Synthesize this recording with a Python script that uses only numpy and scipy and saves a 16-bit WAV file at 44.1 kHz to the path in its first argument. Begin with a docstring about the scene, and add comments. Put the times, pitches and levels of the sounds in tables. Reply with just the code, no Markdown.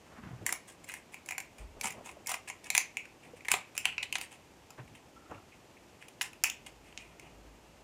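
"""Kitchen shears bite through a hard crab leg, close to the microphone, over a table in a small furnished room.
Each sharp crack is a noise burst ringing the shell wall and hollow leg, with a spray of treble splinters.
Short splintering runs are clumps of random snaps; echoes and a diffuse tail bring both back from the room.
Arms and elbows make decaying low bumps and dull scuffs on the table, and a narrow squeak comes and goes.
Underneath lie steady room and microphone hiss and, near the end, a wavering low hum."""
import sys
import numpy as np
from scipy import signal
from scipy.fft import rfft, irfft
from scipy.io import wavfile

SR = 44100
rng = np.random.default_rng(int(sys.argv[2]) if len(sys.argv) > 2 else 0)


def wav_record(signal):
    """Record a signal, one row per channel, as 16-bit PCM in the file named by sys.argv[1]."""
    frames = np.transpose(np.atleast_2d(signal))
    bounded = np.clip(frames, -1, 1)
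    # unit amplitude maps onto the largest positive 16-bit level
    quanta = np.round(bounded * 32767).astype(np.int16)
    wavfile.write(sys.argv[1], SR, quanta)


N = 345600   # samples

# Shell cracks. Each row: start in seconds, relative strength in dB, then hollow body and
# splinter treble in dB relative to strength, before the common layer gains.
SHELL_CRACKS = [(0.4643, -5, -16, -4), (0.4913, -8.5, -29, -8), (.525, -8, -3, 2.5),
                (0.8422, -32.5, -22, 1.5), (0.8884, -20.5, -25, -4), (0.8962, -16, -31, -30),
                (0.9178, -21, -10, -6), (.939, -13.5, -10.5, -5.5), (1.1359, -26, -17, -16),
                (1.1424, -16.5, -10, -10.5), (1.2604, -30, -20, 2), (1.2877, -11, -11, -8),
                (1.308, -10, -7.5, -9), (1.3211, -11, -13, -17), (1.3293, -21, -6, -14),
                (1.3804, -8.5, -8, -6), (1.4019, -14.5, -25, -6.5), (1.5826, -28, -3, -5.5),
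                (1.8114, -11.5, -17, -0.5), (1.8419, -14, 0.5, -4), (1.855, -13, -0.5, -2),
                (1.871, -14, -2, -4), (1.9044, -20, -24, -2.5), (1.922, -28, -16, 2), (2.0586, -27, 0, -5),
                (2.0703, -24, -1, -16), (2.0905, -20.5, -2, -20), (2.1133, -32, -7, -4),
                (2.2604, -22, -25, -12), (2.2705, -22, -9, 9.5), (2.275, -22, -5, 0), (2.2926, -19, 3, 5),
                (2.3009, -22, 3, 3), (2.3158, -17.5, 8, 3), (2.3411, -10.5, 1, -10.5),
                (2.4869, -25, -1, 5.5), (2.4997, -11.5, -7.5, -7), (2.643, -29, -19, 5),
                (2.6608, -28, -21, -2), (2.668, -22.5, -7, -10), (2.7021, -3, -14, 1),
                (2.7503, 1.5, -13.5, -2), (2.7665, -6, -17, -5), (2.7784, 3, -11, 1.5),
                (2.9699, -4.5, -19, -11.5), (3.0538, -22, -9, -15), (3.4065, -26, -17, -23),
                (3.4488, -20, -8, -17), (3.4539, -17.5, -22, -19), (3.484, -3.5, -9, -14.5),
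                (3.5163, 3.5, -16, -7), (3.5392, -1, -1.5, -10.5), (3.7518, -26, -1.5, -4),
                (3.767, -21, -19, -14), (3.7781, -5.5, -30, -2.5), (3.845, -28, -20, -13),
                (3.8543, 5, -15, -15), (3.9806, -3, -14.5, -23), (4.0291, -7, -19, -6),
                (4.126, -4, -16.5, -6), (4.1549, -3, -8.5, -12.5), (4.184, -16.5, -6, -2.5),
                (4.2129, -12.5, -11, -2.5), (4.3264, -30.5, 0, -4), (4.7046, -34.5, 5, 5),
                (5.3113, -31.5, -9, -17), (6.0243, -21, -17, -30.5), (6.0829, -29.5, -6, -1.5),
                (6.2116, -3, -17, -27), (6.2166, -11, -7.5, -3.5), (6.2263, -20, -16, 2),
                (6.3316, -26.5, -7, -11), (6.438, -3.5, -9.5, 4.5), (6.4426, 0, -24, -16),
                (6.499, -10, -19, -2), (6.6633, -32.5, -13, 5.5), (6.926, -28.5, -7, -18),
                (6.9758, -15.5, -21, 2), (7.1968, -24.5, -25, -2)]
# The shell wall where it breaks, as the cut moves along the leg. 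Each row: time in seconds, pitch in Hz,
# ring width in Hz, typical tearing time in ms, finest treble in dB relative before its common gain.
WALL_ALONG_CUT = [(.46, 1850, 450, 0.59, 1), (.492, 2160, 300, 0.58, -4), (.9, 2200, 300, 0.76, -4.5),
                  (1.4, 2250, 249, 0.86, -5), (1.82, 2300, 350, 1.22, -7), (2.3, 2150, 400, .9, 0),
                  (2.5, 2330, 350, .9, -11.5), (2.76, 2260, 550, 0.58, -8), (3.0, 2330, 350, .9, -14),
                  (3.5, 2090, 483, 0.56, -2), (3.77, 2540, 550, 0.43, -5.5), (3.978, 2510, 550, 0.47, -32),
                  (4.03, 2580, 600, 1.17, -24), (4.15, 2530, 534, 0.36, -7), (6.201, 2440, 550, 0.8, -1.5),
                  (6.44, 2470, 550, 0.29, -4), (6.499, 2860, 604, 0.63, -8), (6.98, 2650, 500, 0.28, -38),
                  (7.2, 2330, 400, .3, -9)]
# Weaker modes of the wall. Each row: ratio to wall pitch, width in Hz, gain in dB.
WALL_SIDE_MODES = [(1.238, 380, -10.5), (0.71, 550, -16.5), (0.572, 250, -19.5)]
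# Cavity of the leg. Each row: resonance in Hz, width in Hz, relative level in dB.
LEG_CAVITY = [(750, 99, 11), (1020, 78, 10), (1303, 260, 12.5)]
# Colour of the splinters in a crack. Each row: frequency in Hz, relative level in dB per Hz.
SPLINTER_SPECTRUM = [(1800, -31.5), (3000, -5.5), (4000, -9), (5000, -5.5), (6200, -5.5), (7400, 0.5),
                     (8200, -13.5), (9900, -2.5), (12000, -12), (15000, -8.5), (16800, -40)]
# Fine splintering while the blades press. Each row: start in seconds, length in seconds, level in dB,
# bass and treble outside the shell band in dB relative to that level.
SPLINTER_RUNS = [(0.454, 0.091, -44.5, 2.5), (0.672, 0.072, -55, 5.5), (0.832, 0.033, -61, 3),
                 (0.863, .16, -50, -1.5), (1.116, 0.058, -57, 2), (1.264, 0.07, -58, 4),
                 (1.573, .082, -55, -2.5), (1.79, 0.037, -59, 2), (1.829, 0.077, -38.5, 3),
                 (1.877, .09, -52, -7), (2.039, 0.099, -51.5, 1.5), (2.274, 0.1, -37, 2),
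                 (2.473, 0.047, -39.5, -5.5), (2.633, 0.073, -50, -3.5), (2.74, .03, -43, 3),
                 (3.223, 0.077, -54.5, -8), (3.357, 0.041, -55.5, -3), (3.452, 0.084, -56, -3),
                 (3.497, 0.094, -37, -1), (3.742, 0.15, -58, 0.5), (3.845, 0.024, -33.5, -13),
                 (4.026, 0.02, -34.5, -4.5), (4.143, 0.031, -45, 3), (4.202, 0.071, -50, 3),
                 (4.303, 0.07, -53, -3), (4.784, 0.017, -62, -11.5), (4.875, 0.012, -53.5, -10),
                 (4.945, 0.048, -53, -6), (5.341, 0.02, -54, -14), (5.511, 0.056, -57, -21),
                 (5.767, 0.015, -56, -16), (6.003, 0.069, -55, -7), (6.206, 0.095, -47.5, 2),
                 (6.436, 0.055, -33.5, -6.5), (6.661, 0.032, -49.5, -2), (6.836, 0.13, -61, -6),
                 (6.967, 0.17, -57.5, -9), (7.11, .05, -63, -15), (7.206, 0.14, -58.5, -12)]
# Colour of the fine snaps. Each row: frequency in Hz, relative level in dB per Hz.
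SNAP_SPECTRUM = [(290, -26), (500, -19.5), (969, -4.5), (1340, -21), (1850, -4.5), (2520, 1.5), (4220, -23),
                 (8550, -8.5), (15000, -30.5), (16100, -31), (16800, -113)]
# Echoes off table, bowl, chest and far wall. Each row: delay in seconds, level before dulling in dB, top in Hz.
EARLY_ECHOES = [(.0022, -4, 9800), (.005, -20, 10300), (0.011, -18, 6000), (0.026, -15, 3440)]
# Die-away of the room. Each row: frequency in Hz, time to fall 60 dB in seconds.
ROOM_DECAY = [(500, 0.26), (2500, 0.3), (7000, 0.2), (14000, 0.15)]
# Soft bumps through the table. Each row: start in seconds, nominal peak in dB, pitch in Hz.
TABLE_BUMPS = [(.185, -42.5, 228), (0.305, -40, 149), (0.327, -36.5, 124), (0.409, -41, 108),
               (1.593, -36.5, 51.7), (1.846, -41, 213), (2.009, -44, 574), (2.169, -44.5, 603),
               (3.335, -40, 483), (3.538, -36.5, 400), (4.795, -39.5, 126), (5.315, -43.5, 300),
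               (5.348, -48, 101)]
# Arms and cloth scuffing the table. Each row: start in seconds, length in seconds, level in dB, top in Hz.
TABLE_SCUFFS = [(0.038, 0.61, -55, 1770), (0.183, 0.31, -50, 280), (0.4, 0.17, -49, 500),
                (1.59, 0.25, -44, 55), (1.68, 0.83, -54.5, 870), (3.24, .12, -57.5, 804),
                (3.5, 0.11, -51.5, 403), (3.752, 0.62, -61.5, 170), (4.774, 0.059, -50, 1830),
                (4.797, 0.22, -53.5, 218), (5.286, 0.14, -47, 1180), (6.95, 1, -60.5, 876)]
# Low hum swelling near the end. Each row: time in seconds, level in dB.
HUM_LEVEL = [(6.2, -88), (6.44, -67), (6.8, -64), (7.12, -66), (7.36, -58.5), (7.56, -62), (7.837, -64.5)]
# Colour of the room and microphone hiss. Each row: frequency in Hz, relative level in dB per Hz.
AIR_SPECTRUM = [(15, -32), (25, 15), (130, -2), (335, -1.5), (405, -3.5), (840, -6.5), (1480, -14.5),
                (2690, -13), (3820, -20), (7110, -20), (9840, -27.5), (13600, -30), (14800, -34),
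                (16000, -55)]

SHELL_DB, HOLLOW_DB, SPLINTER_DB, FINEST_DB = -2.5, -2, 2, 8.5   # common gains of the crack layers
SHELL_BAND_HZ, FINEST_FROM_HZ = (1800, 3150), 7210
FINEST_FOLLOWS = 0.83   # share of the treble's swing in dB that the finest treble follows
PITCH_SPREAD, TEAR_SPREAD_DB = 0.015, 2   # crack to crack: share of pitch, dB of tearing time
SHARPER_PER_DB = 0.15   # dB of tearing time lost for each dB of strength: hard cracks are quick
ROOM_DB, ROOM_RESPONSES = -8.5, 6   # energy of the diffuse tail; number of room responses
BUMP_T60_S, BUMP_HZ, BUMP_SLOPE = 0.12, 120, 0.78   # ring time at this pitch; higher bumps die sooner
SQUEAK_S, SQUEAK_LENGTH_S, SQUEAK_DB, SQUEAK_HZ = 5.15, 0.28, -64, 1332
HUM_HZ, HUM_WIDTH_HZ = 52.2, 5.7   # width of each of two resonances in series
AIR_DB, AIR_CUT_HZ = -58.5, 85
BASS_CUT_HZ, CUTOFF_HZ = 46, 17200   # of the microphone


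def cracks():
    """A fracture is a burst of tearing that rings the shell wall, the hollow of the leg and the splinters."""
    size = 2048
    t = np.arange(size) / SR
    noise = rng.standard_normal((len(SHELL_CRACKS), size + 2))
    body, splinters = np.zeros((2, N + size))
    along, *wall = np.transpose(WALL_ALONG_CUT)
    for (s, strength_db, hollow_db, treble_db), chance in zip(SHELL_CRACKS, noise):
        higher, longer, grit = chance[0], chance[1], chance[2:]
        hz, width_hz, tear_ms, finest_db = (np.interp(s, along, column) for column in wall)
        hz = hz * (1 + PITCH_SPREAD * higher)
        longer_db = TEAR_SPREAD_DB * longer - SHARPER_PER_DB * (strength_db + 12.0)
        life = t * 1000 / np.clip(tear_ms * amp(longer_db), 0.1, 12)

        # the split opens fast, then runs out; the treble burst lasts longer than the shell's burst
        tear = grit * np.minimum(life / 0.67, 1) * np.exp(-life)
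        treble = grit * np.minimum(life / 0.38, 1) * np.exp(-life / 2.5)
        # one sharp click near the top of the burst, for an even treble
        treble[np.argmax(life > 0.7)] += 0.56 * np.sqrt(np.sum(treble ** 2))

        shell = resonance(resonance(tear, hz, width_hz), hz, 2560.0)
        for ratio, mode_width_hz, mode_db in WALL_SIDE_MODES:
            shell = shell - amp(mode_db) * resonance(tear, ratio * hz, mode_width_hz)
        hollow = np.zeros(size)
        for k, (cavity_hz, cavity_width_hz, cavity_db) in enumerate(LEG_CAVITY):
            ring = energy_one(resonance(tear, cavity_hz, cavity_width_hz))
            hollow += (-1) ** k * amp(cavity_db) * ring   # neighbours in opposite polarity
        coarse = energy_one(low(treble, FINEST_FROM_HZ, order=4))
        fine = energy_one(high(treble, FINEST_FROM_HZ, order=4))

        i = round(s * SR)
        strength = amp(strength_db)
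        body[i:i + size] += strength * amp(SHELL_DB) * energy_one(shell)
        body[i:i + size] += strength * amp(HOLLOW_DB + hollow_db) * energy_one(hollow)
        fine_db = FINEST_DB + finest_db + FINEST_FOLLOWS * treble_db
        splinters[i:i + size] += strength * (amp(treble_db) * coarse + amp(fine_db) * fine)
    return (body + amp(SPLINTER_DB) * colour(splinters, SPLINTER_SPECTRUM))[:N]


def splintering(per_s=2200.0, spread_db=2.5):
    """Tiny fibres snap at random, in clumps; each run balances the shell band against the bass and treble."""
    sizes = amp(spread_db * np.minimum(rng.exponential(1, N), 5)) * rng.choice([-1, 1], N)
    born = rng.random(N) < per_s * amp(4.0 * drift(60.0)) / SR
    snaps = rms_one(colour(sizes * born, SNAP_SPECTRUM))
    bottom_hz, top_hz = SHELL_BAND_HZ
    wall = low(high(snaps, bottom_hz, order=4), top_hz, order=4)
    rest = low(snaps, bottom_hz, order=4) + high(snaps, top_hz, order=4)
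    out = np.zeros(N)
    for s, length, run_db, broad_db in SPLINTER_RUNS:
        out += amp(run_db) * stroke(s, length) * (wall + amp(broad_db) * rest)
    return out


def room(x):
    """Short moments take turns through several random room responses, so the tail keeps an even colour."""
    turn = (np.arange(N) // 1500) % ROOM_RESPONSES
    return sum(signal.fftconvolve(x * (turn == k), reflections())[:N] for k in range(ROOM_RESPONSES))


def reflections():
    """A few smeared, dulled echoes, then a diffuse tail that dies band by band."""
    t = np.arange(SR // 2) / SR
    early = np.zeros(len(t))
    for delay, echo_db, top_hz in EARLY_ECHOES:
        after = np.maximum(t - delay, 0)
        # rough surfaces spread a late echo more
        smear = (t >= delay) * np.exp(-after / (0.17 * delay)) * rng.standard_normal(len(t))
        early += amp(echo_db) * low(energy_one(smear), top_hz)
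    edges = 200 * 2 ** np.arange(0, 6.6, 0.5)   # half-octave bands in Hz
    tail = np.zeros(len(t))
    for bottom, top in zip(edges, edges[1:]):
        noise_band = band(rng.standard_normal(len(t)), bottom, top)
        tail += noise_band * amp(-60 * t / at_hz(ROOM_DECAY, np.sqrt(bottom * top)))
    tail *= 1 - np.exp(-t / 0.0023)   # builds up as reflections thicken
    tail *= amp(1.15 * drift(90.0)[:len(t)])   # furniture returns sound in lumps
    return early + amp(ROOM_DB) * energy_one(tail)


def bumps():
    """A soft push swells within a cycle and shakes the table top unevenly until the arm damps it."""
    out = np.zeros(N + SR)
    t = np.arange(SR // 2) / SR
    shake = rms_one(band(rng.standard_normal(N + SR), 60, 700))
    for s, peak_db, hz in TABLE_BUMPS:
        i = round(s * SR)
        t60 = max(BUMP_T60_S * (BUMP_HZ / hz) ** BUMP_SLOPE, 0.02)
        swell = amp(peak_db - 60 * (t / t60) ** 1.32) * np.minimum(t * hz / 0.74, 1)
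        out[i:i + len(t)] += swell * (np.sin(2 * np.pi * hz * t) + 0.17 * shake[i:i + len(t)])
    return out[:N]


def rustle():
    """Skin and cloth sliding on the table make dull, lumpy noise."""
    noise = amp(2.7 * drift(19.0)) * rng.standard_normal(N)
    out = np.zeros(N)
    for s, length, level_db, top_hz in TABLE_SCUFFS:
        out += amp(level_db) * stroke(s, length) * rms_one(low(noise, top_hz, order=3))
    return out


def squeak():
    """A faint, narrow noisy tone, two resonances in series, that comes and goes unevenly."""
    t = np.arange(N) / SR - SQUEAK_S
    tone = resonance(resonance(rng.standard_normal(N), SQUEAK_HZ, 90.0), SQUEAK_HZ, 110.0)
    sounding = (t > 0) * (t < SQUEAK_LENGTH_S)
    return amp(SQUEAK_DB + 4.6 * drift(40.0)) * rms_one(tone) * sounding


def hum():
    """Noise through two narrow resonances makes a wavering low tone, fading in."""
    noise = rng.standard_normal(N + SR)
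    tone = resonance(resonance(noise, HUM_HZ, HUM_WIDTH_HZ), HUM_HZ, HUM_WIDTH_HZ)[SR:]
    fade = np.clip((np.arange(N) / SR - HUM_LEVEL[0][0]) / 0.2, 0, 1)
    return fade * amp(in_time(HUM_LEVEL)) * rms_one(tone)


def air():
    """Steady room and microphone hiss, coloured noise thin in the deepest bass."""
    hiss = high(colour(rng.standard_normal(N + 4096), AIR_SPECTRUM), AIR_CUT_HZ)[4096:]
    return amp(AIR_DB + 0.5 * drift(36.0)) * rms_one(hiss)


def resonance(x, hz, width_hz):
    """Two-pole peak of gain near 1."""
    r = np.exp(-np.pi * width_hz / SR)
    zeros = np.array([1, 0, -1]) * (1 - r * r) / 2
    poles = [1, -2 * r * np.cos(2 * np.pi * hz / SR), r * r]
    return signal.lfilter(zeros, poles, x)


def colour(x, spectrum):
    """Causal filter with the given spectrum (minimum phase from the folded cepstrum)."""
    size = 4096
    hz = np.arange(size // 2 + 1) * SR / size
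    cepstrum = irfft(at_hz(spectrum, hz) * np.log(10) / 20)
    cepstrum[1:size // 2] *= 2
    cepstrum[size // 2 + 1:] = 0
    return signal.oaconvolve(x, irfft(np.exp(rfft(cepstrum))))[:len(x)]


def drift(rate_hz):
    """Slow chance of spread 1: low-passed noise, drawn at every 40th sample and joined by lines."""
    r = np.exp(-2 * np.pi * rate_hz * 40 / SR)
    slow = signal.lfilter([1], [1, -2 * r, r * r], rng.standard_normal(N // 40 + 2002))[2000:]
    return np.interp(np.arange(N) / 40, np.arange(len(slow)), rms_one(slow))


def stroke(s, length):
    """A gesture that starts quickly, peaks and tapers off."""
    t = np.arange(N) / SR - s
    return np.clip(np.minimum(t / (0.16 * length), (length - t) / (0.8 * length)), 0, 1)


def low(x, hz, order=2):
    """Butterworth low-pass."""
    return signal.sosfilt(signal.butter(order, min(hz, 0.45 * SR), fs=SR, output="sos"), x)


def high(x, hz, order=2):
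    """Butterworth high-pass."""
    return signal.sosfilt(signal.butter(order, hz, "high", fs=SR, output="sos"), x)


def band(x, bottom_hz, top_hz):
    """Butterworth band-pass."""
    return signal.sosfilt(signal.butter(2, [bottom_hz, top_hz], "band", fs=SR, output="sos"), x)


def amp(db):
    """Gain of a level in dB."""
    return 10 ** (np.asarray(db) / 20)


def rms_one(x):
    """Scaled to rms 1."""
    return x / np.sqrt(np.mean(x ** 2) + 1e-20)


def energy_one(x):
    """Scaled to a summed square of 1."""
    return x / np.sqrt(np.sum(x ** 2) + 1e-20)


def in_time(rows):
    """A (s, value) curve at every sample."""
    return np.interp(np.arange(N) / SR, *np.transpose(rows))


def at_hz(points, hz):
    """A (Hz, value) table read on a log axis."""
    f, v = np.transpose(points)
    return np.interp(np.log(np.maximum(hz, 1)), np.log(f), v)


def scene():
    """Leg and shears close by with the room's answer, then the table sounds and the background."""
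    leg = cracks() + splintering()
    table = bumps() + rustle()
    return (leg + room(leg) + table + squeak() + hum() + air())[None]


def record(dry):
    """The microphone loses the deepest bass; the top is cut steeply."""
    steep_cut = signal.cheby2(12, 70, CUTOFF_HZ, fs=SR, output="sos")
    return signal.sosfilt(steep_cut, high(dry, BASS_CUT_HZ))


dry = scene()
out = record(dry)
wav_record(out)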